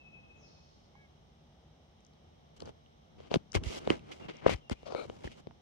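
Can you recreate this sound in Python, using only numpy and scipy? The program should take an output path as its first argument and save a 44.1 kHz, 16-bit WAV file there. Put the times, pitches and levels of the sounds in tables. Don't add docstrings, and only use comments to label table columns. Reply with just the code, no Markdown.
import sys
import numpy as np
from scipy import signal
from scipy.fft import rfft, irfft, next_fast_len
from scipy.io import wavfile

SR = 44100
rng = np.random.default_rng(int(sys.argv[2]) if len(sys.argv) > 2 else 0)


def boost(x):
    u = np.asarray(x, float) / 20
    return 10 ** u


def pcm_store(signal):
    levels = np.round(np.clip(np.atleast_2d(signal), -1, 1) * 32767)
    wavfile.write(sys.argv[1], SR, levels.astype(np.int16).T)


N = 247479


def rms_one(x):
    return x / np.sqrt(np.mean(x ** 2) + 1e-20)


def peak_one(x):
    return x / np.max(np.abs(x))


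def in_time(rows):
    s, *columns = np.transpose(rows)
    t = np.arange(N) / SR
    gate = np.interp(t, [s[0] - .004, s[0], s[-1], s[-1] + .004], [0, 1, 1, 0])
    return [gate] + [np.interp(t, s, c) for c in columns]


def drift(rate_hz):
    r = np.exp(-80 * np.pi * rate_hz / SR)
    noise = rng.standard_normal(N // 40 + 2002)
    slow = signal.lfilter([1], [1, -2 * r, r * r], noise)[2000:]
    return np.interp(np.arange(N) / 40, np.arange(len(slow)), rms_one(slow))


def coloured(x, spectrum):
    size = next_fast_len(N)
    hz = np.maximum(np.arange(size // 2 + 1) * SR / size, 1)
    points = np.array(spectrum)
    gain = boost(np.interp(np.log(hz), np.log(points[:, 0]), points[:, 1]))
    return rms_one(irfft(rfft(x, size) * gain, size)[..., :N])


def band(x, low_hz, high_hz):
    return signal.sosfilt(signal.butter(2, [low_hz, min(high_hz, .45 * SR)], "band", fs=SR, output="sos"), x)


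def dull(x, hz):
    return signal.sosfilt(signal.butter(2, hz, fs=SR, output="sos"), x)


def ring(x, hz, t60):
    r, w = boost(-60 / (t60 * SR)), 2 * np.pi * hz / SR
    return signal.lfilter([0, np.sin(w)], [1, -2 * r * np.cos(w), r * r], x)


def delayed(x, seconds):
    return np.interp(np.arange(len(x)) - seconds * SR, np.arange(len(x)), x, left=0)


def swell(top_s, held_s, rise_db_per_s, fall_db_per_s):
    t = np.arange(N) / SR - top_s
    return np.minimum(rise_db_per_s * t, 0) - fall_db_per_s * np.maximum(t - held_s, 0)


def pan(db):
    return np.array([boost(np.asarray(db) / 2), boost(-np.asarray(db) / 2)])


def add(out, s, pulse, pan_db):
    at = round(s * SR)
    out[:, at:at + pulse.shape[-1]] += (pan(pan_db)[:, None] * pulse)[:, :N - at]


def meadow():
    # hz, level_db (per Hz)
    air_mid = [(15, -57), (25, -7), (64, 0.5), (129, -7.5), (156, -6.5), (186, -5.5), (277, -12.5),
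               (492, -14.5), (824, -15), (997, -24), (1250, -24), (1430, -28.5), (2400, -38.5), (3120, -45),
               (5280, -120)]
    # hz, level_db (per Hz)
    air_side = [(15, -59), (25, -24), (65, -6.5), (122, -7.5), (153, 3.5), (193, -28), (225, -4),
                (473, -8.5), (501, -5), (707, -6), (2400, -24.5), (3120, -74), (5280, -120)]
    # pitch_hz, width_hz, level_db
    hum = [
        (79, 6.6, -73.5),
        (150.2, 20.3, -69.5),
        (226.6, 10.6, -76.5),
    ]
    port_lag_s, self_noise_db = 0.00035, -95
    common, other = rfft(rng.standard_normal((2, N)))
    hz = np.arange(len(common)) * SR / N
    tied = 0.55 * np.tanh(2.5 * np.sin(2 * np.pi * hz * port_lag_s)) * np.exp(-hz / 3000)
    opposed = irfft(1j * tied * common + np.sqrt(1 - tied ** 2) * other, N)
    mid = boost(-64 + 1.1 * drift(2.1)) * coloured(irfft(common, N), air_mid)
    side = boost(-67.5 + 1.7 * drift(0.76)) * coloured(opposed, air_side)
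    for pitch_hz, width_hz, db in hum:
        mid = mid + boost(db) * rms_one(band(rng.standard_normal(N), pitch_hz - width_hz / 2, pitch_hz + width_hz / 2))
    return np.array([mid + side, mid - side]) + boost(self_noise_db) * rng.standard_normal((2, N))


def leaves():
    # hz, level_db (per Hz)
    foliage = [(1180, -23), (2000, -2), (2200, -1.5), (2570, -4.5), (2970, 2), (3180, 4), (3530, 0),
               (3840, 0.5), (4530, -9), (5370, -2), (6330, -9), (7200, -23.5), (8920, -16.5), (9980, -36),
               (15600, -25.5)]
    # hz, left_over_right_db
    lean = [(2000, -2), (4400, -10), (6500, 7), (8100, -1.5), (10000, -4), (15000, 1)]
    hz, db = np.transpose(foliage)
    lean_db = np.interp(hz, *np.transpose(lean)) / 2
    ports = [coloured(rng.standard_normal(N), np.c_[hz, db + sign * lean_db]) for sign in (1, -1)]
    return boost(-73.5) * np.array(ports)


def tone(hz, db, scatter):
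    phase = 2 * np.pi * np.cumsum(hz) / SR
    flutter = [scatter * drift(35) for path in range(4)]
    return np.array([boost(db + 8 + 12 * flutter[k]) * np.sin(phase + 1.6 * flutter[k + 2] - 2.3 * k)
                     for k in range(2)])


def whistles(rows, sag_hz, scatter):
    t = np.arange(N) / SR
    db = np.array([top_db + swell(s, held_s, 400, fade) for s, _, top_db, held_s, fade in rows])
    hz = np.array([top_hz - sag_hz * np.clip((t - s) / (held_s + 0.031), 0, 2)
                   for s, top_hz, _, held_s, _ in rows])
    sounding_hz = np.take_along_axis(hz, db.argmax(axis=0)[None], axis=0)[0]
    return pan(2.5)[:, None] * tone(sounding_hz, db.max(axis=0), scatter)


def coo():
    # top_hz, top_db, lower_hz (at the ends), lower_db (at the ends)
    partials = [
        (1680, -76.5, 45, 8),
        (2246, -73.5, 100, 1.5),
    ]
    middle_s, half_s = 1.006, .054
    arch = ((np.arange(N) / SR - middle_s) / half_s) ** 2
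    return sum(tone(hz - lower_hz * np.minimum(arch, 2), db - lower_db * arch - 3 * arch ** 4, scatter=.13)
               for hz, db, lower_hz, lower_db in partials)


def trill():
    start_s, end_s = 0.35, 0.85
    since = np.maximum(np.arange(N) / SR - start_s, 0)
    db = -72.5 - 23 * since + swell(start_s, end_s - start_s, 2000, 60)
    edge_hz = np.maximum(6760 - 22000 * since, 3300)
    out = np.zeros((2, N))
    for hz, tint_db in [(3800, -4), (4350, 3.0), (5000, 2.0), (5400, 5), (6000, -2.5), (6500, -6.0)]:
        reached = 1 / (1 + np.exp((edge_hz - hz) / 120))
        out += reached * boost(db + tint_db) * rms_one(band(rng.standard_normal((2, N)), .965 * hz, 1.035 * hz))
    return out


def birds():
    # loudest_s, pitch_hz, level_db, held_s, fade_db_per_s
    long_whistle = [
        (.012, 2636, -65, .006, 800),
        (.062, 2586, -63, .018, 330),
        (.135, 2580, -63.5, .045, 220),
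        (.235, 2582, -67.5, .02, 250),
        (.305, 2572, -67, .012, 250),
        (.365, 2584, -70.5, .02, 250),
        (.44, 2590, -71.5, .02, 300),
        (.515, 2580, -81, .01, 300),
        (.575, 2565, -80, .04, 150),
    ]
    # loudest_s, pitch_hz, level_db, held_s, fade_db_per_s
    later_notes = [
        (3.79, 2770, -71, .005, 350),
        (4.228, 2775, -67.5, .03, 220),
        (4.362, 2800, -73.5, .01, 300),
        (4.575, 3020, -73.5, .012, 400),
        (4.608, 3140, -77, .01, 400),
        (4.645, 2800, -73, .035, 300),
        (4.768, 2460, -78, .003, 900),
        (4.785, 2800, -80, .07, 200),
    ]
    calls = whistles(later_notes, sag_hz=55, scatter=.27) + whistles(long_whistle, sag_hz=8, scatter=.19)
    return calls + trill() + coo()


def far_port(x):
    turn_hz, lag_s = 92, 0.00015
    mode_hz, mode_width_hz, mode_db = 440, 295, -6
    k = np.tan(np.pi * turn_hz / SR)
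    turned = signal.lfilter([(k - 1) / (k + 1), 1], [1, (k - 1) / (k + 1)], x[1])
    case = boost(mode_db) * band(turned, mode_hz - mode_width_hz / 2, mode_hz + mode_width_hz / 2)
    port = 0.87 * band(turned, 2700, 3300)
    return np.array([x[0], delayed(turned + case + port, lag_s)])


def palm(x):
    # time_s, pocket_lift_db
    grip = [
        (2.6, -9),
        (3.2, -4),
        (3.36, -6.5),
        (3.56, 3),
        (3.72, -1),
        (3.92, -1),
        (4.3, 1.5),
        (4.5, 3.5),
        (4.72, 0.3),
        (5.3, -2),
    ]
    pocket = signal.lfilter(*signal.butter(1, [1680, 2690], "band", fs=SR), x + 1e-18)
    return x + (boost(in_time(grip)[1]) - 1) * pocket


def ticks(rows, broad_db):
    out, t = np.zeros((2, N)), np.arange(round(.02 * SR)) / SR
    for s, db, hz, pan_db in rows:
        snap = rng.standard_normal(len(t)) * boost(-60 * t / 0.0081)
        narrow = peak_one(band(snap, 0.934 * hz, 1.146 * hz))
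        broad = boost(broad_db) * peak_one(band(snap, 800, 5500))
        add(out, s, boost(db + 0.5) * dull(narrow + broad, 9400), pan_db)
    return out


def nails_and_skin():
    # time_s, peak_db, pitch_hz, pan_left_db
    nail_ticks = [(2.0485, -55.5, 5500, 13), (2.0657, -57, 6100, 12), (2.135, -60, 4480, 1.5),
                  (2.6559, -54.5, 5400, 18), (2.8609, -59.5, 3150, -11), (3.3098, -47.5, 3000, 15),
                  (3.341, -55, 2840, 3), (3.5189, -39, 5400, 9.5), (3.8531, -54, 4160, 9),
                  (3.9022, -23.5, 2710, 3), (3.919, -37.5, 2050, 12), (4.3685, -55, 5850, 21),
                  (4.561, -47, 4860, -2), (5.0978, -44.5, 2500, 2), (5.2744, -38, 1880, 1)]
    # time_s, peak_db, pitch_hz, pan_left_db
    skin_snaps = [(2.0053, -64, 5660, 8), (2.6035, -57, 2820, 25), (2.604, -48, 3850, 7),
                  (2.6204, -52, 4230, 18), (2.6604, -55, 4020, -4), (3.5314, -49, 4770, 13),
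                  (3.6371, -41, 2840, 6), (3.9274, -50, 4400, 8), (3.9933, -53, 2430, -1),
                  (4.2544, -62, 2640, 6), (4.5374, -42, 4120, 11), (4.6967, -47, 4550, 11),
                  (4.6968, -44.5, 1780, 11), (4.9244, -57, 4270, 17)]
    return ticks(nail_ticks, broad_db=-34) + ticks(skin_snaps, broad_db=5)


def thumps():
    # time_s, peak_db, pitch_hz, pan_left_db, right_lag_cycles
    pushes = [(2.63, -52, 80, -9, 0.24), (2.699, -53, 141, -15, 0.21), (3.364, -21, 183, 6.5, 0.23),
              (3.557, -21.5, 89, 9, 0.35), (3.578, -29, 81, 3.5, 0.18), (3.658, -29.5, 63, -11.5, 0.15),
              (3.9, -28, 175, -8, 0.58), (4.251, -44.5, 158, -8, 0.13), (4.508, -33, 120, 5, 0.14),
              (4.519, -33.5, 83, 5, 0.13), (4.538, -30, 73, 5, 0.11), (4.712, -34, 85, 17.5, 0.33),
              (5.244, -36, 67, 2.5, 0.12), (5.249, -36, 189, -1, 0.16), (5.47, -43.5, 177, 7, .2)]
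    out, t = np.zeros((2, N)), np.arange(round(.12 * SR)) / SR
    for s, db, hz, pan_db, lag_cycles in pushes:
        push = np.sin(np.pi * np.minimum(2 * hz * t, 1)) ** 2
        swing = peak_one(band(ring(push, hz, 1.85 / hz), 0.7 * hz, 890))
        add(out, s, -boost(db + 0.5) * np.array([swing, delayed(swing, lag_cycles / hz)]), pan_db)
    return out


def knocks(rows, cycles):
    out, t = np.zeros((2, N)), np.arange(round(.06 * SR)) / SR
    for s, left_db, hz, crack_db, right_db in rows:
        t60 = cycles / hz
        contact = np.sin(np.pi * np.minimum(4.4 * hz * t, 1)) ** 2
        near = ring(contact, 1.23 * hz, t60) - 0.86 * ring(contact, 2.59 * hz, 0.14 * t60)
        far = delayed(np.gradient(ring(near, 0.941 * hz, 2.04 * t60)), 0.017 / hz)
        crack = peak_one(band(rng.standard_normal((2, len(t))) * boost(-60 * t / 0.0046), 830, 4040))
        pulse = np.array([-peak_one(near), peak_one(far)]) + boost(crack_db) * dull(crack, 5100)
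        add(out, s, boost([[left_db], [right_db]]) * pulse, 0)
    return out


def finger_blows():
    # time_s, left_peak_db, case_ring_hz, crack_db (relative to the ring), right_peak_db
    fingertips = [(2.6224, -29.5, 406, -14, -33), (2.6748, -33.5, 390, -10, -48),
                  (2.6918, -36, 392, -5, -39.5), (3.2031, -35, 400, -8, -39.5),
                  (3.3145, -18, 403, -11.5, -21.5), (3.3411, -14, 455, 1.5, -16),
                  (3.3577, -14, 324, -6, -16.5), (3.5508, -15, 292, -2, -24.5),
                  (3.8745, -13.5, 400, -10.5, -17.5), (3.9027, -15.5, 313, 0.5, -11.5),
                  (3.9351, -50, 405, -3, -34), (4.298, -33.5, 332, 2.5, -55), (4.4628, -9.5, 452, -30, -13),
                  (4.4645, -2.5, 444, -26, -24), (4.4937, -12.5, 440, -19, -23),
                  (4.6978, -28, 474, -2, -30.5), (4.712, -26, 210.5, -20, -22.5),
                  (4.8308, -37, 395, -6, -42), (5.0985, -25, 362, -12.5, -33), (5.2426, -29, 408, -13, -37),
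                  (5.2719, -33, 305, -21, -33.5), (5.4708, -27.5, 350, -10.5, -37)]
    small_taps = [
        (0.953, -61, 873, -11, -48),
        (5.5095, -49, 730, 0, -48),
    ]
    cupped_knocks = [
        (4.4605, -19.5, 425, -26, -18),
        (4.901, -38, 434, -20, -38),
        (4.9224, -29, 430, -7, -29.5),
        (4.9487, -17.5, 437, -11.5, -23.5),
        (4.973, -34, 404, -16, -42),
        (5.051, -33, 420, -22, -36),
    ]
    return knocks(fingertips, cycles=3.58) + knocks(small_taps, cycles=16) + knocks(cupped_knocks, cycles=6.5)


def grains(per_s, spread_db):
    sizes = boost(spread_db * np.minimum(rng.exponential(1, N), 4)) * rng.choice([-1, 1], N)
    return sizes * (rng.random(N) < per_s / SR)


def cupped():
    # time_s, level_db, pan_left_db
    slide = [
        (4.854, -67, 20),
        (4.86, -46, 8),
        (4.9, -47.5, 10),
        (4.945, -52.5, 23),
        (4.955, -44.5, 13.5),
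        (5.0, -39.5, 7),
        (5.04, -50, 15),
        (5.06, -63, 16),
    ]
    # hz, level_db (per Hz)
    open_hollow = [(71, -46), (120, -12), (310, -10), (569, -0.5), (770, -8), (1410, -16), (1630, -26.5),
                   (5570, -27), (15000, -77)]
    # hz, level_db (per Hz)
    closed_hollow = [(120, -43), (200, -8.5), (383, -2.5), (513, 2), (620, -4), (711, -6.5), (1130, -14.5),
                     (1320, -6), (1890, -33), (2250, -9.5), (2660, -25), (3500, -26), (4080, -16),
                     (4840, -35), (10500, -46), (12000, -58), (15600, -80), (22000, -120)]
    palm_closes_s = 4.945
    gate, db, pan_db = in_time(slide)
    slips = grains(5000, spread_db=3.5) + 0.67 * np.array([grains(5000, spread_db=3.5) for side in range(2)])
    still_open = np.arange(N) < palm_closes_s * SR
    ringing = np.where(still_open, coloured(slips, open_hollow), coloured(slips, closed_hollow))
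    return gate * boost(db + drift(45)) * pan(pan_db) * ringing


def settled(gain):
    tail_db, tail_s = -19, 0.031
    r = np.exp(-1 / (tail_s * SR))
    return gain + boost(tail_db) * signal.lfilter([1 - r], [1, -r], gain + 1e-18)


def stroke_gains():
    # start_s, end_s, hiss_start_db, hiss_end_db, case_rumble_over_hiss_db
    brushes = [(2.563, 2.58, -61, -58.5, -15), (2.596, 2.64, -65.5, -67, 0.5),
               (3.539, 3.557, -48, -26.5, -11), (3.633, 3.698, -53.5, -41.5, -15),
               (3.7, 3.792, -45.5, -45.5, -11.5), (4.135, 4.198, -60, -68, -7),
               (4.554, 4.598, -66, -81, -12), (4.956, 5.068, -61, -60, -8), (5.075, 5.18, -67.5, -64.5, -2),
               (5.185, 5.244, -65.5, -63.5, -5), (5.349, 5.408, -68.5, -59.5, -7.5)]
    firm_rubs = [(2.65, 2.705, -58, -60.5, -4), (3.34, 3.372, -35.5, -55.5, -7.5),
                 (3.561, 3.582, -37.5, -49, -4.5), (3.799, 3.916, -62, -49, -3.5),
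                 (3.898, 3.952, -44, -53, -3), (3.953, 3.984, -55, -58.5, -6),
                 (3.994, 4.122, -75.5, -57.5, -3.5), (4.116, 4.131, -46, -43, -23),
                 (4.198, 4.275, -57.5, -65, -2), (4.493, 4.545, -38.5, -41.5, -10),
                 (4.708, 4.735, -44.5, -45.5, -9.5), (4.745, 4.85, -77, -66.5, -15),
                 (4.854, 4.883, -66, -48.5, -26), (5.237, 5.284, -50, -52, -12),
                 (5.286, 5.326, -68, -50, -13.5), (5.324, 5.351, -59, -63, -24)]
    drags = [
        (3.182, 3.289, -64, -64.5, -8),
        (3.303, 3.337, -55, -46, -5.5),
        (4.284, 4.316, -47, -53.5, -6.5),
        (4.311, 4.41, -63, -62, -10),
        (4.414, 4.483, -66.5, -49, 1.5),
        (4.465, 4.49, -42.5, -43, -4),
    ]
    t = np.arange(N) / SR
    hiss, treble, body = np.zeros((3, N))
    for strokes, treble_db in [(brushes, 7.5), (firm_rubs, 2), (drags, -6.5)]:
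        for start, end, first_db, last_db, body_db in strokes:
            on = np.interp(t, [start - .003, start + .003, end - .008, end + .007], [0, 1, 1, 0])
            level = on * boost(np.interp(t, [start, end], [first_db, last_db]))
            hiss += level
            treble += level * boost(treble_db)
            body += level * boost(body_db)
    return settled(np.array([hiss, treble, body]))


def rubs():
    # hz, level_db (per Hz)
    hiss_spectrum = [(710, -99), (1200, -3), (1690, -13), (2120, 6.5), (2770, 1.5), (3220, 1.5),
                     (3740, -2.5), (6330, -10.5), (12600, -32.5), (15600, -45)]
    # hz, level_db (per Hz)
    body_spectrum = [(88, -31), (150, 0), (369, 1), (546, -2), (846, -5), (1310, -14), (1680, -16),
                     (2200, -30), (2860, -49), (4840, -120)]
    # tightest_s, pumping_db, pan_left_db
    squeezes = [(2.632, -53.5, 0.5), (3.17, -56.5, 3), (3.39, -61.5, 11), (3.624, -42, -1.5),
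                (3.91, -43, 2), (4.229, -55.5, -1), (4.46, -53, 6.5), (4.75, -76, 7), (4.87, -63, 6),
                (5.081, -52.5, 0), (5.27, -55, 1.5), (5.49, -60, -4)]
    hiss_gain, treble_gain, body_gain = stroke_gains()
    pump_gain = sum(boost(db + swell(s, 0, 214, 127)) for s, db, _ in squeezes)
    pan_db = in_time(squeezes)[2]
    shake_db = 0.64 * drift(85)
    shared = grains(4000, spread_db=1.5)
    own = np.array([grains(3000, spread_db=2.5) for side in range(2)])
    hiss = boost(shake_db - 3.0) * coloured(shared + 9.8 * own, hiss_spectrum)
    treble = signal.sosfilt(signal.butter(2, 4500, "high", fs=SR, output="sos"), hiss)
    body = boost(12.0 + 1.9 * shake_db) * coloured(shared + 0.46 * own, body_spectrum)
    slide = hiss_gain * (hiss - treble) + treble_gain * pan(3.1)[:, None] * treble + body_gain * body
    lumps = rng.standard_normal(N) + 1.16 * rng.standard_normal((2, N))
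    pump = pump_gain * rms_one(band(lumps, 37, 234))
    return pan(pan_db) * slide, pan(pan_db) * pump


def scene():
    background = meadow() + leaves() + birds()
    slide, pump = rubs()
    blows = finger_blows() + thumps()
    handling = palm(far_port(slide) + blows) + far_port(cupped() + nails_and_skin())
    return background + handling + pump


def band_limit(x):
    return signal.sosfilt(signal.butter(12, 15750, fs=SR, output="sos"), x)


def record(dry):
    cut = signal.sosfilt(signal.butter(3, 45, "high", fs=SR, output="sos"), dry)
    return band_limit(cut)


dry = scene()
out = record(dry)
pcm_store(out)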